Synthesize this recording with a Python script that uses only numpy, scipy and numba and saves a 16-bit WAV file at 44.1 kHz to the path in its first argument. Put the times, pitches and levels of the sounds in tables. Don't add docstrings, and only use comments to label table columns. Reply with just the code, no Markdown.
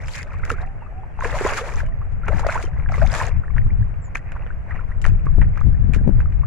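import sys
import numpy as np
from scipy import signal
from scipy.fft import rfft, irfft, next_fast_len
from scipy.io import wavfile
from scipy.ndimage import uniform_filter1d
from numba import njit

SR = 44100
rng = np.random.default_rng(int(sys.argv[2]) if len(sys.argv) > 2 else 0)


def store_pcm(level_fs):
    pcm = np.round(np.clip(level_fs, -1, 1) * 32767).astype(np.int16)
    wavfile.write(sys.argv[1], SR, np.atleast_2d(pcm).T)


N = 284886
TIME = np.arange(N) / SR

# (time [s], level [dB], left minus right [dB])
GUSTS = [(0, -35, 4), (.12, -34, -2), (.36, -35, 4), (.43, -27.5, -4), (.56, -31, -6), (.67, -29.5, -1),
         (.82, -34, 1), (1.15, -35, 3), (1.29, -26, 14), (1.42, -31.5, -3), (1.58, -34, -1), (1.78, -26, 6),
         (1.9, -24.5, -3.5), (2.1, -28, 5.5), (2.24, -26, 5), (2.35, -18.5, 17), (2.5, -27.5, -2),
         (2.64, -28, 2), (2.88, -22, 6), (2.96, -28.5, 4), (3.06, -16, 19), (3.13, -25, 10),
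         (3.31, -27, 9.5), (3.39, -18.5, 9), (3.45, -35.5, -1), (3.54, -17.5, 17), (3.66, -21.5, -2),
         (3.74, -22.5, 8), (3.83, -18, 1.5), (3.9, -29, 6), (4.13, -33, -0.5), (4.26, -34.5, 2),
         (4.43, -30.5, -2), (4.52, -29.5, 5.5), (4.6, -31, -2), (4.68, -33.5, 5.5), (4.86, -24.5, 10),
         (4.95, -28, 1), (5.08, -13.5, 17), (5.18, -24, 1), (5.39, -14, 13), (5.5, -17.5, -3),
         (5.59, -23, 12), (5.67, -14.5, 15), (5.76, -20.5, 4), (5.92, -17, 17), (6.03, -18.5, -0.5),
         (6.1, -16.5, 17), (6.2, -16, 0.5), (6.29, -26.5, 1), (6.35, -17.5, 10), (6.46, -25, 6.5)]
# (frequency [Hz], level [dB])
WIND_COLOUR = [(10, -3), (26, 4), (45, -1.5), (85, -5), (130, -11), (180, -22), (260, -35.5), (400, -46.5),
               (1000, -65.5), (3000, -100)]
# (frequency [Hz], level [dB])
SWIRL_COLOUR = [(40, 7.5), (130, 8), (220, -14.5), (350, -33.5), (700, -52.5), (1500, -34.5),
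                (4000, -69), (8000, -115)]
# (frequency [Hz], level [dB])
FIELD_COLOUR = [(130, 15), (280, 0), (650, 2), (1000, -3.5), (1700, -4.5), (2400, -10.5), (2900, -20.5),
                (3500, -37.5), (7000, -35.5), (12000, -45), (15000, -60.5)]
# (start [s], push [s], ease off [s], slosh [dB], spray [dB])
SQUELCHES = [(0, .02, .04, -40, -52.5), (0.07, .1, .05, -43, -41), (0.249, .08, .1, -45, -63),
             (0.44, .07, .02, -39, -49), (0.578, .04, .04, -42, -57.5), (1.211, .055, .05, -32, -44.5),
             (1.314, .18, .105, -27, -38), (1.63, .05, .06, -34, -46.5), (1.727, .07, .02, -35, -46.5),
             (2.25, .025, .01, -39, -70), (2.3, .09, .05, -33.5, -49.5), (2.47, .05, .085, -30, -42.5),
             (2.61, .025, .025, -39, -43.5), (2.718, .06, .08, -46, -71.5), (2.916, .03, .11, -36, -47),
             (3.059, .02, .02, -38, -45.5), (3.105, .05, .13, -28.5, -39), (3.559, .015, .015, -43, -75),
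             (4.289, .09, .09, -45.5, -75.5), (4.69, .025, .09, -39, -69), (4.872, .04, .03, -49, -75),
             (5.059, .015, .015, -37, -48), (5.408, 0.0092, .015, -38, -68), (5.564, .008, .02, -40, -63.5),
             (5.935, .012, .012, -43, -59), (6.187, .012, .015, -42, -59.5)]
# (frequency [Hz], level [dB])
SLOSH_COLOUR = [(200, -5.5), (380, -7.5), (700, -3), (1300, 1), (2000, -1.5), (2500, -11), (3200, -25),
                (4200, -31.5), (7000, -56)]
# (frequency [Hz], level [dB])
SPRAY_COLOUR = [(1500, -15.5), (2800, 5), (4000, 3.5), (5500, -1.5), (7200, 5), (8000, -3), (10000, -4.5),
                (12500, -15.5), (14500, -45.5)]
# (frequency [Hz], left minus right [dB])
MIC_TILT = [(2500, 10.5), (4000, -3), (5000, 12), (6500, 8), (8000, 1.5), (13000, -9.5)]
# (frequency [Hz], gain [dB])
PLOP_DULLING = [(300, 1), (2300, -1), (2800, -0.5), (3300, -25), (4200, -27), (8000, -40)]
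# (start [s], length [s], first pitch [Hz], last pitch [Hz], level [dB])
CHIRPS = [(0.028, 0.14, 7700, 7230, -58.5), (0.789, 0.095, 2870, 2457, -56), (0.987, 0.04, 3450, 3220, -74),
          (1.09, 0.047, 3320, 3110, -71), (1.128, 0.084, 2800, 2520, -59), (1.842, 0.063, 3060, 2820, -55),
          (2.638, 0.037, 3150, 3040, -48), (4.014, 0.077, 7700, 6640, -51)]
# (time [s], level [dB], pitch [Hz])
DROPS = [(0.06, -43, 5240), (0.1545, -30, 5130), (0.163, -32, 6800), (0.2294, -32.5, 4970),
         (0.3214, -52, 5260), (1.2047, -35, 6800), (1.2466, -36, 6560), (1.4721, -26, 6500),
         (1.5154, -33, 7210), (1.738, -35, 5750), (1.7583, -32, 5800), (2.257, -48, 5860),
         (2.3276, -44, 4140), (2.468, -28, 4700), (2.5066, -37, 7100), (2.64, -42, 5700),
         (2.6576, -43, 7100), (2.9217, -39, 5570), (3.03, -33, 4900), (3.0644, -36, 3650),
         (3.1177, -26, 4650), (4.154, -31, 6170), (5.022, -34, 6700)]
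# (time [s], crack level [dB], spray level [dB], fade [s])
SMACKS = [(.082, -25.5, -44, 0.0056), (.229, -30, -47, 0.0056), (0.451, -26, -40.5, 0.0027),
          (.497, -24, -43, 0.004), (0.5019, -14.5, -33, .0011), (.5164, -23, -33, 0.0007),
          (1.387, -15, -41, 0.0025), (1.5359, -15, -33, .0015), (1.5713, -20.5, -33.5, 0.024),
          (1.863, -32, -56, .003), (2.122, -36, -61, 0.0023), (2.282, -16.5, -41.5, 0.0042),
          (2.394, -40, -41, 0.0083), (2.468, -26, -41, 0.0038), (2.6265, -33, -38.5, 0.0025),
          (2.8888, -23.5, -76, 0.0059), (3.14, -16.5, -32, 0.0021), (3.15, -19, -31.5, .004),
          (3.223, -28.5, -35.5, 0.0033), (3.2333, -22, -45, 0.0045), (3.5645, -24, -59, .0007),
          (3.5816, -23, -56.5, 0.00086), (3.59, -36, -62.5, .001), (4.1502, -20, -43, 0.00053),
          (4.1553, -14, -40, 0.0028), (4.169, -29, -46.5, 0.0063), (4.3198, -26.5, -52.5, 0.0035),
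          (4.465, -26, -65, 0.0011), (4.472, -31, -66, 0.0012), (5.017, -32, -39, 0.00073),
          (5.043, -16.5, -42, 0.0018), (5.051, -16.5, -44, 0.0032), (5.0643, -20, -33, .0012),
          (5.09, -42, -52.5, 0.0011), (5.256, -38, -57, 0.005), (5.412, -22.5, -74, 0.0019),
          (5.424, -26.5, -62, .003), (5.558, -32.5, -63.5, .0015), (5.576, -40, -52.5, .0025),
          (5.607, -44, -50.5, .0012), (5.9354, -27, -39.5, 0.0022), (5.9423, -25, -47, 0.00063),
          (5.946, -18, -36.5, 0.0016), (5.962, -37, -50, 0.0018), (6.0784, -31, -47.5, 0.00075),
          (6.203, -25.5, -60, .001), (6.323, -30.5, -62, 0.0025)]
# (frequency [Hz], level [dB])
CRACK_COLOUR = [(300, -5.5), (900, -1.5), (1600, 10), (2350, 5), (3000, -6), (4000, -31.5), (7000, -46)]
# (start [s], length [s], level [dB])
SLURPS = [(0.127, 0.11, -33.5), (0.22, 0.42, -51), (0.538, 0.1, -47.5), (3.303, 0.097, -48.5),
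          (4.25, 0.067, -46.5), (4.665, 0.052, -49.5)]
# (frequency [Hz], level [dB])
HOLLOW_COLOUR = [(850, -28.5), (1650, 12.5), (2150, 13.5), (2600, 7.5), (3200, -32), (7000, -69)]
# (start [s], length [s], top pitch [Hz], level [dB])
HOOTS = [(0.24, 0.089, 665, -40.5), (0.536, 0.26, 792, -46.5), (0.863, 0.22, 769, -40.5),
         (1.782, 0.203, 680, -47.5), (2.578, 0.18, 773, -43.5)]
# (start [s], first pitch [Hz], glide [octaves/s], swell [s], fade [s], level [dB])
POCKETS = [(.316, 1323, 11, 0.0022, 0.0067, -36), (.394, 1498, 1, 0.0031, .004, -34),
           (.43, 1216, 34, 0.0062, 0.0024, -25.5), (.435, 1750, 41, 0.0018, .003, -26),
           (.458, 1247, 26, 0.0036, 0.017, -35), (.5027, 1360, -10, 0.00031, 0.0033, -10),
           (.5144, 485, -12.5, 0.00056, 0.013, -23.5), (.516, 260, -14, 0.0025, .01, -32),
           (.5379, 1193, 19, 0.0018, 0.012, -31.5), (.5835, 1600, 5, 0.0031, 0.0024, -25.5),
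           (.6266, 788, -7, .001, 0.017, -34.5), (.8212, 882, 14, 0.00093, 0.0088, -34),
           (.862, 1220, 13, 0.0028, 0.0075, -37.5), (1.034, 835, 15, 0.00082, 0.0067, -30.5),
           (1.19, 870, 15, 0.00071, 0.0057, -24), (1.2086, 1564, -53, 0.00053, 0.00081, -15),
           (1.2202, 890, 29, 0.0041, 0.0047, -20), (1.235, 580, -14, 0.0053, 0.0046, -23.5),
           (1.2461, 1800, -30, 0.00033, 0.0022, -12.5), (1.247, 1124, -26, 0.0051, 0.0038, -19.5),
           (1.254, 442, 9, 0.0014, 0.012, -21), (1.325, 1720, 41, 0.0032, 0.002, -22.5),
           (1.338, 519, 19, 0.0078, 0.016, -21.5), (1.348, 953, 10.5, 0.0035, 0.011, -24),
           (1.41, 460, -36, 0.0014, 0.005, -14.5), (1.448, 345, 42.5, 0.0034, 0.015, -14),
           (1.4615, 876, 38, 0.0026, 0.0036, -14), (1.492, 2740, 32.5, .001, 0.0015, -20),
           (1.5219, 516, 57, 0.0027, 0.0032, -19), (1.527, 1190, 40.5, 0.0058, 0.0069, -24),
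           (1.578, 1464, -16, 0.0039, 0.012, -20), (1.6075, 429, 11, 0.0069, 0.026, -25),
           (1.655, 700, 17.5, 0.013, 0.024, -38), (1.802, 1349, 55, 0.0026, 0.0032, -22),
           (1.831, 650, -34, 0.0016, 0.003, -28), (2.015, 1106, 25, 0.00076, 0.0067, -31),
           (2.233, 1365, 8.5, 0.0013, 0.015, -32), (2.2814, 1830, 51, 0.00019, 0.0029, -14.5),
           (2.2831, 750, 0, 0.0013, 0.000372, -12), (2.284, 1214, 15.5, 0.0015, 0.0059, -20.5),
           (2.287, 381, 27, 0.004, 0.039, -27), (2.319, 783, -16, 0.0031, 0.0028, -23),
           (2.327, 573, 20, 0.0038, 0.0037, -19.5), (2.335, 1530, 38, .003, 0.0034, -27),
           (2.3939, 855, 30, 0.00073, 0.0018, -16), (2.431, 770, 59, 0.0016, 0.012, -22.5),
           (2.447, 619.5, 6, 0.0027, 0.0025, -18), (2.464, 575, 17, 0.0031, 0.0016, -10),
           (2.486, 587, 27, 0.0079, 0.0016, -15), (2.487, 1170, 38, 0.002, 0.0025, -20),
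           (2.4945, 1350, 32, .003, 0.0018, -14.5), (2.497, 2110, 25, 0.0022, 0.001, -23),
           (2.528, 2090, 18, 0.0033, .003, -36), (2.546, 1540, 1, 0.0033, 0.0035, -25),
           (2.5545, 881, 20, 0.00056, 0.014, -16.5), (2.555, 444, 3, 0.0042, 0.024, -33.5),
           (2.574, 1320, 7, 0.0039, 0.0019, -20), (2.6384, 413, -32, 0.0037, 0.0054, -27),
           (2.672, 397.3, 48.5, 0.0065, 0.012, -35.5), (2.8604, 1613, 1, 0.0007, 0.0042, -28.5),
           (2.898, 770, -22, 0.00073, 0.0058, -24.5), (2.9199, 1280, 23, 0.001, 0.0026, -22),
           (2.921, 638, 19, 0.0024, 0.0049, -26), (2.941, 1090, 5, 0.00067, 0.0094, -25.5),
           (2.9402, 2020, -2.5, 0.0019, 0.0052, -23), (2.98, 1074, 22, 0.0028, 0.0033, -25),
           (2.98, 483, 38, 0.0019, 0.002, -24.5), (3.015, 1660, -57, 0.0027, 0.0039, -20),
           (3.017, 606, 5.5, 0.0074, 0.013, -14.5), (3.044, 670, 21.5, 0.0038, 0.0052, -21),
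           (3.063, 2180, 36.5, 0.0017, 0.0039, -27), (3.122, 450, 45, 0.013, 0.006, -24.5),
           (3.159, 1139, 6, 0.0028, .003, -30), (3.193, 700, 46.5, 0.0032, 0.0026, -32),
           (3.2, 1776, -23.5, 0.0013, 0.01, -21.5), (3.2125, 946, 21, 0.0016, 0.0052, -13),
           (3.268, 680, 15.5, 0.01, 0.0034, -28), (3.312, 1055, 35, 0.0024, 0.0026, -32),
           (3.4358, 1250, 43, 0.0011, 0.0065, -31.5), (3.4806, 1719, 10, 0.0012, 0.0021, -29.5),
           (3.5, 982, 39, 0.0058, 0.0026, -36.5), (3.572, 1300, 49, 0.0022, 0.0023, -30.5),
           (3.581, 1724, 26.5, 0.00076, 0.0026, -24.5), (3.661, 952, 47.5, 0.0053, 0.0057, -39),
           (4.152, 1940, 49, 0.0037, 0.0011, -14), (4.363, 885, 60, 0.00067, 0.0023, -27.5),
           (4.367, 1310, 42, 0.0017, 0.0034, -31.5), (4.5039, 1244, 44, 0.0018, .006, -30.5),
           (4.706, 1874, 7.5, .006, 0.0046, -25), (4.7881, 1186, 29, 0.0086, 0.0023, -31),
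           (4.913, 1632, 17, 0.0099, 0.0042, -36.5), (5.0522, 1266, 53, 0.0008, 0.00072, -12),
           (5.063, 575, 35, 0.00035, 0.0043, -24), (5.268, 1080, 0.5, 0.00042, 0.0048, -24.5),
           (5.4144, 1865, 17.5, 0.001, 0.005, -22.5), (5.5738, 1120, 42, 0.00076, 0.0018, -25),
           (5.579, 1450, 41, 0.0021, 0.0028, -30.5), (5.6127, 1220, 42, 0.00062, 0.0031, -20),
           (5.936, 2283, 14.5, 0.00053, 0.0041, -23), (5.984, 1620, -2.5, .003, 0.0078, -36.5),
           (6.204, 1476, 2, 0.00065, 0.00046, -19), (6.257, 1160, 23, 0.0018, 0.0023, -31),
           (6.433, 1090, 23, 0.0012, 0.0093, -31)]
# (time [s], level [dB], edge length [s])
THUMPS = [(2.347, -8.5, 0.0017), (3.081, -14.5, 0.0025), (3.718, -22.5, 0.00042), (5.267, -14.5, 0.00054),
          (5.385, -10.5, 0.00029), (5.676, -5, 0.0026), (5.846, -14, 0.00092), (5.897, -6, 0.00097),
          (5.964, -9.5, 0.00045), (6.013, -8.5, 0.00053), (6.0773, -2, 0.0004), (6.093, -4.5, 0.00039)]
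# (frequency [Hz], level [dB])
FLUTTER_COLOUR = [(60, -15), (130, 0), (185, 3), (280, -10.5), (450, -23), (900, -40.5), (2000, -70.5),
                  (5000, -120)]


def undb(db):
    return 10 ** (np.asarray(db) / 20)


def colour(x, points):
    size = 2 * next_fast_len(N // 2 + 8192)
    hz, db = np.transpose(points)
    bin_hz = np.arange(size // 2 + 1) * SR / size
    gain = undb(np.interp(np.log(bin_hz + 1), np.log(hz), db))
    cepstrum = irfft(np.log(gain / np.sqrt(np.mean(gain ** 2))))
    cepstrum[1:size // 2] *= 2
    cepstrum[size // 2 + 1:] = 0
    return irfft(rfft(x, size) * np.exp(rfft(cepstrum)))[..., :N]


def spread(three, likeness):
    return np.sqrt(likeness) * three[0] + np.sqrt(1 - likeness) * three[1:]


def crackle(rate, scatter_db):
    hit = rng.random((3, N)) < rate / SR
    size = rng.standard_normal((3, N))
    clicks = hit * np.sign(rng.random((3, N)) - .5) * undb(scatter_db * np.minimum(size, 2))
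    return clicks / np.sqrt(np.abs(uniform_filter1d(clicks ** 2, size=2048)) + 1e-3)


def lumps(rate, db):
    wobble = np.clip(rng.standard_normal(2000), -2, 2)
    gain = undb(db * np.interp(TIME * rate, np.arange(2000), wobble))
    return gain / np.sqrt(np.mean(gain ** 2))


def wind(boost_db=5.5, swirl_db=-23, swirl_growth=0.6):
    times, *columns = np.transpose(GUSTS)
    gust_db, pan_db = [np.interp(TIME, times, column) for column in columns]
    side = undb(np.array([pan_db, -pan_db]) / 2)
    force = undb(gust_db + boost_db) * side / np.sqrt(np.mean(side ** 2, axis=0))
    rumble = colour(rng.standard_normal((2, N)), WIND_COLOUR)
    rumble /= np.sqrt(uniform_filter1d(rumble ** 2, size=3500))
    swirls = colour(crackle(rate=150, scatter_db=8.5)[1:], SWIRL_COLOUR)
    swirls *= undb(swirl_db) * (force / 0.09) ** swirl_growth
    return force * lumps(rate=30, db=3) * (rumble + swirls)


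def field_hush(db=-40.5):
    return undb(db) * colour(spread(rng.standard_normal((3, N)), likeness=0.15), FIELD_COLOUR)


def footwork(build_db=8, ease_db=7, stir_s=.022, settle_s=.03, edge_s=.016, stray_db=-22, stray_s=.0076):
    slosh, spray = undb(-62), undb(-84)
    for start, push, ease, slosh_db, spray_db in SQUELCHES:
        t = TIME - start
        effort = undb(np.interp(t, [0, push, push + ease], [-build_db, 0, -ease_db]))
        before, after = np.maximum(-t, 0), np.maximum(t - push - ease, 0)
        stirred = np.exp(-before / stir_s - after / settle_s)
        flung = np.exp(-(before + after) / edge_s) + undb(stray_db) * np.exp(-(before + after) / stray_s)
        slosh = np.hypot(slosh, undb(slosh_db) * effort * stirred)
        spray = np.hypot(spray, undb(spray_db) * effort * flung)
    return slosh, spray


def squelches(slosh, spray, body_db=-4, tick_db=-1, lone_below_db=-63, splat_s=0.0065):
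    squeeze = spread(crackle(rate=2400, scatter_db=0.5), likeness=0.56)
    body = colour(squeeze * slosh * lumps(rate=76, db=-3), SLOSH_COLOUR)
    lone = np.minimum(spray, undb(lone_below_db))
    splat = np.exp(-TIME[:1024] / splat_s)
    landings = crackle(rate=250, scatter_db=14)[0] ** 2
    splats = np.sqrt(np.abs(signal.fftconvolve(landings, splat / splat.sum())[:N]))
    ticks = undb(tick_db) * lone * splats * spread(rng.standard_normal((3, N)), likeness=0.88)
    heavy = (spray - lone) * lumps(rate=70, db=3)
    patter = heavy * spread(crackle(rate=2100, scatter_db=2), likeness=0.069)
    return undb(body_db) * body + mic_openings(colour(patter + ticks, SPRAY_COLOUR))


def mic_openings(x):
    left = colour(x[0], [(hz, db / 2) for hz, db in MIC_TILT])
    right = colour(x[1], [(hz, -db / 2) for hz, db in MIC_TILT])
    return np.array([left, right])


def gurgle_and_fizz(slosh, spray, gurgle_db=-1.5, fizz_db=-7, fizz_from_db=-62):
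    gurgle = bubbles(slosh, count=1800, low_hz=418, high_hz=2390, cycles=3.9, scatter_db=2.5, rise=0.13)
    foam = spray ** 2 / (spray + undb(fizz_from_db))
    fizz = bubbles(foam, count=500, low_hz=2810, high_hz=7680, cycles=8.9, scatter_db=-6.5, rise=0.092)
    return undb(gurgle_db) * dull(gurgle) + undb(fizz_db) * fizz


def bubbles(stir, count, low_hz, high_hz, cycles, scatter_db, rise):
    crowd = np.cumsum(stir ** .8)
    even, normal = rng.random((count, 2)), rng.standard_normal((count, 5))
    start = np.interp(even[:, 0], crowd / crowd[-1], TIME)
    strength = np.interp(start, TIME, stir)
    crowding = count * SR * strength ** 0.87 / crowd[-1]
    hz = low_hz + (high_hz - low_hz) * even[:, 1] ** 1.219
    fade = cycles / hz * np.exp(0.46 * normal[:, 0])
    size = undb(scatter_db * np.minimum(normal[:, 1], 2))
    gain = 2 * strength * size / np.sqrt(np.mean(size ** 2) * crowding * fade)
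    glide = rise * (.5 + 0.25 * normal[:, 2]) / fade
    rows = np.column_stack([start, hz, glide, 0.11 * fade, fade, gain])
    return trapped_air(rows, pan=0.087 * normal[:, 3], skew=normal[:, 4] * hz / 4500)


def trapped_air(rows, pan, skew, tremble_per_s=450, tremble_octaves=0.076, tremble_db=1.13, shut_s=0.13):
    wobble = np.clip(rng.standard_normal(8000), -2, 2)
    tremble = np.interp(TIME * tremble_per_s, np.arange(8000), wobble)
    bend, sway = 2 ** (tremble_octaves * tremble), undb(tremble_db * tremble)
    return ring(rows, pan.copy(), skew.copy(), bend, sway, shut_s)


@njit
def ring(rows, pan, skew, bend, sway, shut_s):
    out = np.zeros((2, N))
    for k in range(len(rows)):
        start, hz, glide, swell, fade, gain = rows[k]
        first, phase = int(start * SR), 0.
        for i in range(min(int((swell + 6 * fade) * SR), N - first)):
            t, now = i / SR, first + i
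            octaves = min(max(glide * t, -1.), 1.3)
            phase += 2 * np.pi * hz * bend[now] * 2 ** octaves / SR
            shape = t / swell if t < swell else np.exp((swell - t) / fade - ((t - swell) / shut_s) ** 2)
            size = gain * sway[now] * shape
            out[0, now] += size * (1 + pan[k]) * np.sin(phase + skew[k])
            out[1, now] += size * (1 - pan[k]) * np.sin(phase - skew[k])
    return out


def dull(x):
    hz, db = np.transpose(PLOP_DULLING)
    bin_hz = np.arange(N // 2 + 1) * SR / N
    return irfft(rfft(x) * undb(np.interp(bin_hz, hz, db)), N)


def bird_chirps():
    return sum(bird_note(start, length, [first_hz, last_hz], db, rasp=0.61)
               for start, length, first_hz, last_hz, db in CHIRPS)


def bird_note(start, length, pitches, db, rasp, smear_width=0.0695):
    progress = np.clip((TIME - start) / length, 0, 1)
    hz = np.interp(progress, np.linspace(0, 1, len(pitches)), pitches)
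    noise = rng.standard_normal((256, 2)) @ [1, 1j] / np.sqrt(2)
    smear = np.interp((TIME - start) * smear_width * np.mean(pitches), np.arange(256), noise)
    voice = np.sqrt(1 - rasp) + np.sqrt(rasp) * smear
    tone = np.exp(2j * np.pi * np.cumsum(hz) / SR)
    return undb(db) * np.sin(np.pi * progress) * np.imag(voice * tone)


def drops(ring_db=-1, splash_db=-5, swell_s=0.0002, fade_s=0.0013, rise_octaves_per_s=12):
    rows = np.array([(start, hz, rise_octaves_per_s, swell_s, fade_s, undb(db))
                     for start, db, hz in DROPS])
    pan, skew = rng.standard_normal((len(rows), 2)).T
    tones = trapped_air(rows, 0.12 * pan, .5 * skew)
    splash = colour(np.abs(tones) * spread(rng.standard_normal((3, N)), likeness=0.26), SPRAY_COLOUR)
    return mic_openings(undb(ring_db) * tones + undb(splash_db) * splash)


def smacks(crack_gain_db=-5.5, spray_gain_db=3, swell_s=0.00056, tail_s=0.023, tail_db=-20):
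    snap, threads = np.zeros((2, 2, N))
    for start, crack_db, spray_db, fade in SMACKS:
        near = slice(int((start - .02) * SR), int((start + .12) * SR))
        t = TIME[near] - start
        after = np.maximum(t, 0)
        peaks = undb([[crack_db + crack_gain_db], [spray_db + spray_gain_db]])
        swell = peaks * np.exp(np.minimum(t, 0) / swell_s)
        snap[:, near] += swell * np.exp(-after / fade)
        threads[:, near] += swell * undb(tail_db) * np.exp(-(after / tail_s) ** 2)
    bursts = snap[:, None] * rng.standard_normal((2, 3, N))
    body, spray = bursts + threads[:, None] * crackle(rate=570, scatter_db=0)
    crack = colour(spread(body, likeness=0.69), CRACK_COLOUR)
    return crack + mic_openings(colour(spread(spray, likeness=0.25), SPRAY_COLOUR))


def seep(count=70, low_hz=650, high_hz=2100, db=-41.5, scatter_db=4, fade_s=0.0039, rise_octaves=0.099):
    even, normal = rng.random((count, 2)), np.clip(rng.standard_normal((count, 5)), -2, 2)
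    start = (np.arange(count) + 2 * even[:, 0]) / (count + 2) * N / SR
    fade = fade_s * np.exp(0.16 * normal[:, 0])
    hz = low_hz + (high_hz - low_hz) * even[:, 1]
    glide = rise_octaves * (1 + normal[:, 1] / 2) / (1.5 * fade)
    rows = np.column_stack([start, hz, glide, .5 * fade, fade, undb(db + scatter_db * normal[:, 2])])
    return trapped_air(rows, pan=0.19 * normal[:, 3], skew=0.44 * normal[:, 4])


def slurps():
    gap = sum(undb(db) * np.sin(np.pi * np.clip((TIME - start) / length, 0, 1))
              for start, length, db in SLURPS)
    return colour(gap * spread(crackle(rate=990, scatter_db=-3), likeness=0.44), HOLLOW_COLOUR)


def bird_hoots():
    arch = np.array([.8, .84, .94, 1, .94, .8])
    return sum(bird_note(start, length, hz * arch, db, rasp=0.37) for start, length, hz, db in HOOTS)


def air_pockets(tear_db=-11):
    start, hz, glide, swell, fade, db = np.transpose(POCKETS)
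    rows = np.column_stack([start, hz, glide, swell, fade, undb(db)])
    pan, skew = .1 * rng.standard_normal((len(rows), 2)).T
    tones = trapped_air(rows, pan, skew)
    tear = colour(np.abs(tones) * spread(rng.standard_normal((3, N)), likeness=0.68), SLOSH_COLOUR)
    return tones + undb(tear_db) * tear


def wind_thumps(gather_s=0.013, fade_s=0.0053, flutter_s=0.015, flutter_db=-10, right_db=-26):
    jumps, churn = np.zeros((2, N))
    for start, db, edge in THUMPS:
        t = TIME - start
        jumps += undb(db) * np.tanh(t / edge) * np.exp(-np.hypot(t, edge) / fade_s)
        churn += undb(db + flutter_db) * np.exp(np.minimum(t / gather_s, -t / flutter_s))
    left = jumps + colour(churn * rng.standard_normal(N), FLUTTER_COLOUR)
    return np.array([left, undb(right_db) * left])


def scene():
    slosh, spray = footwork()
    plops = dull(air_pockets() + seep())
    feet = plops + gurgle_and_fizz(slosh, spray) + squelches(slosh, spray) + slurps() + smacks() + drops()
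    return feet + wind() + wind_thumps() + field_hush() + bird_hoots() + bird_chirps()


def record(dry, ceiling=.7, hardness=6, top_hz=14500):
    limited = dry / (1 + np.abs(dry / ceiling) ** hardness) ** (1 / hardness)
    return signal.sosfilt(signal.ellip(8, .2, 70, top_hz, fs=SR, output="sos"), limited)


dry = scene()
out = record(dry)
store_pcm(out)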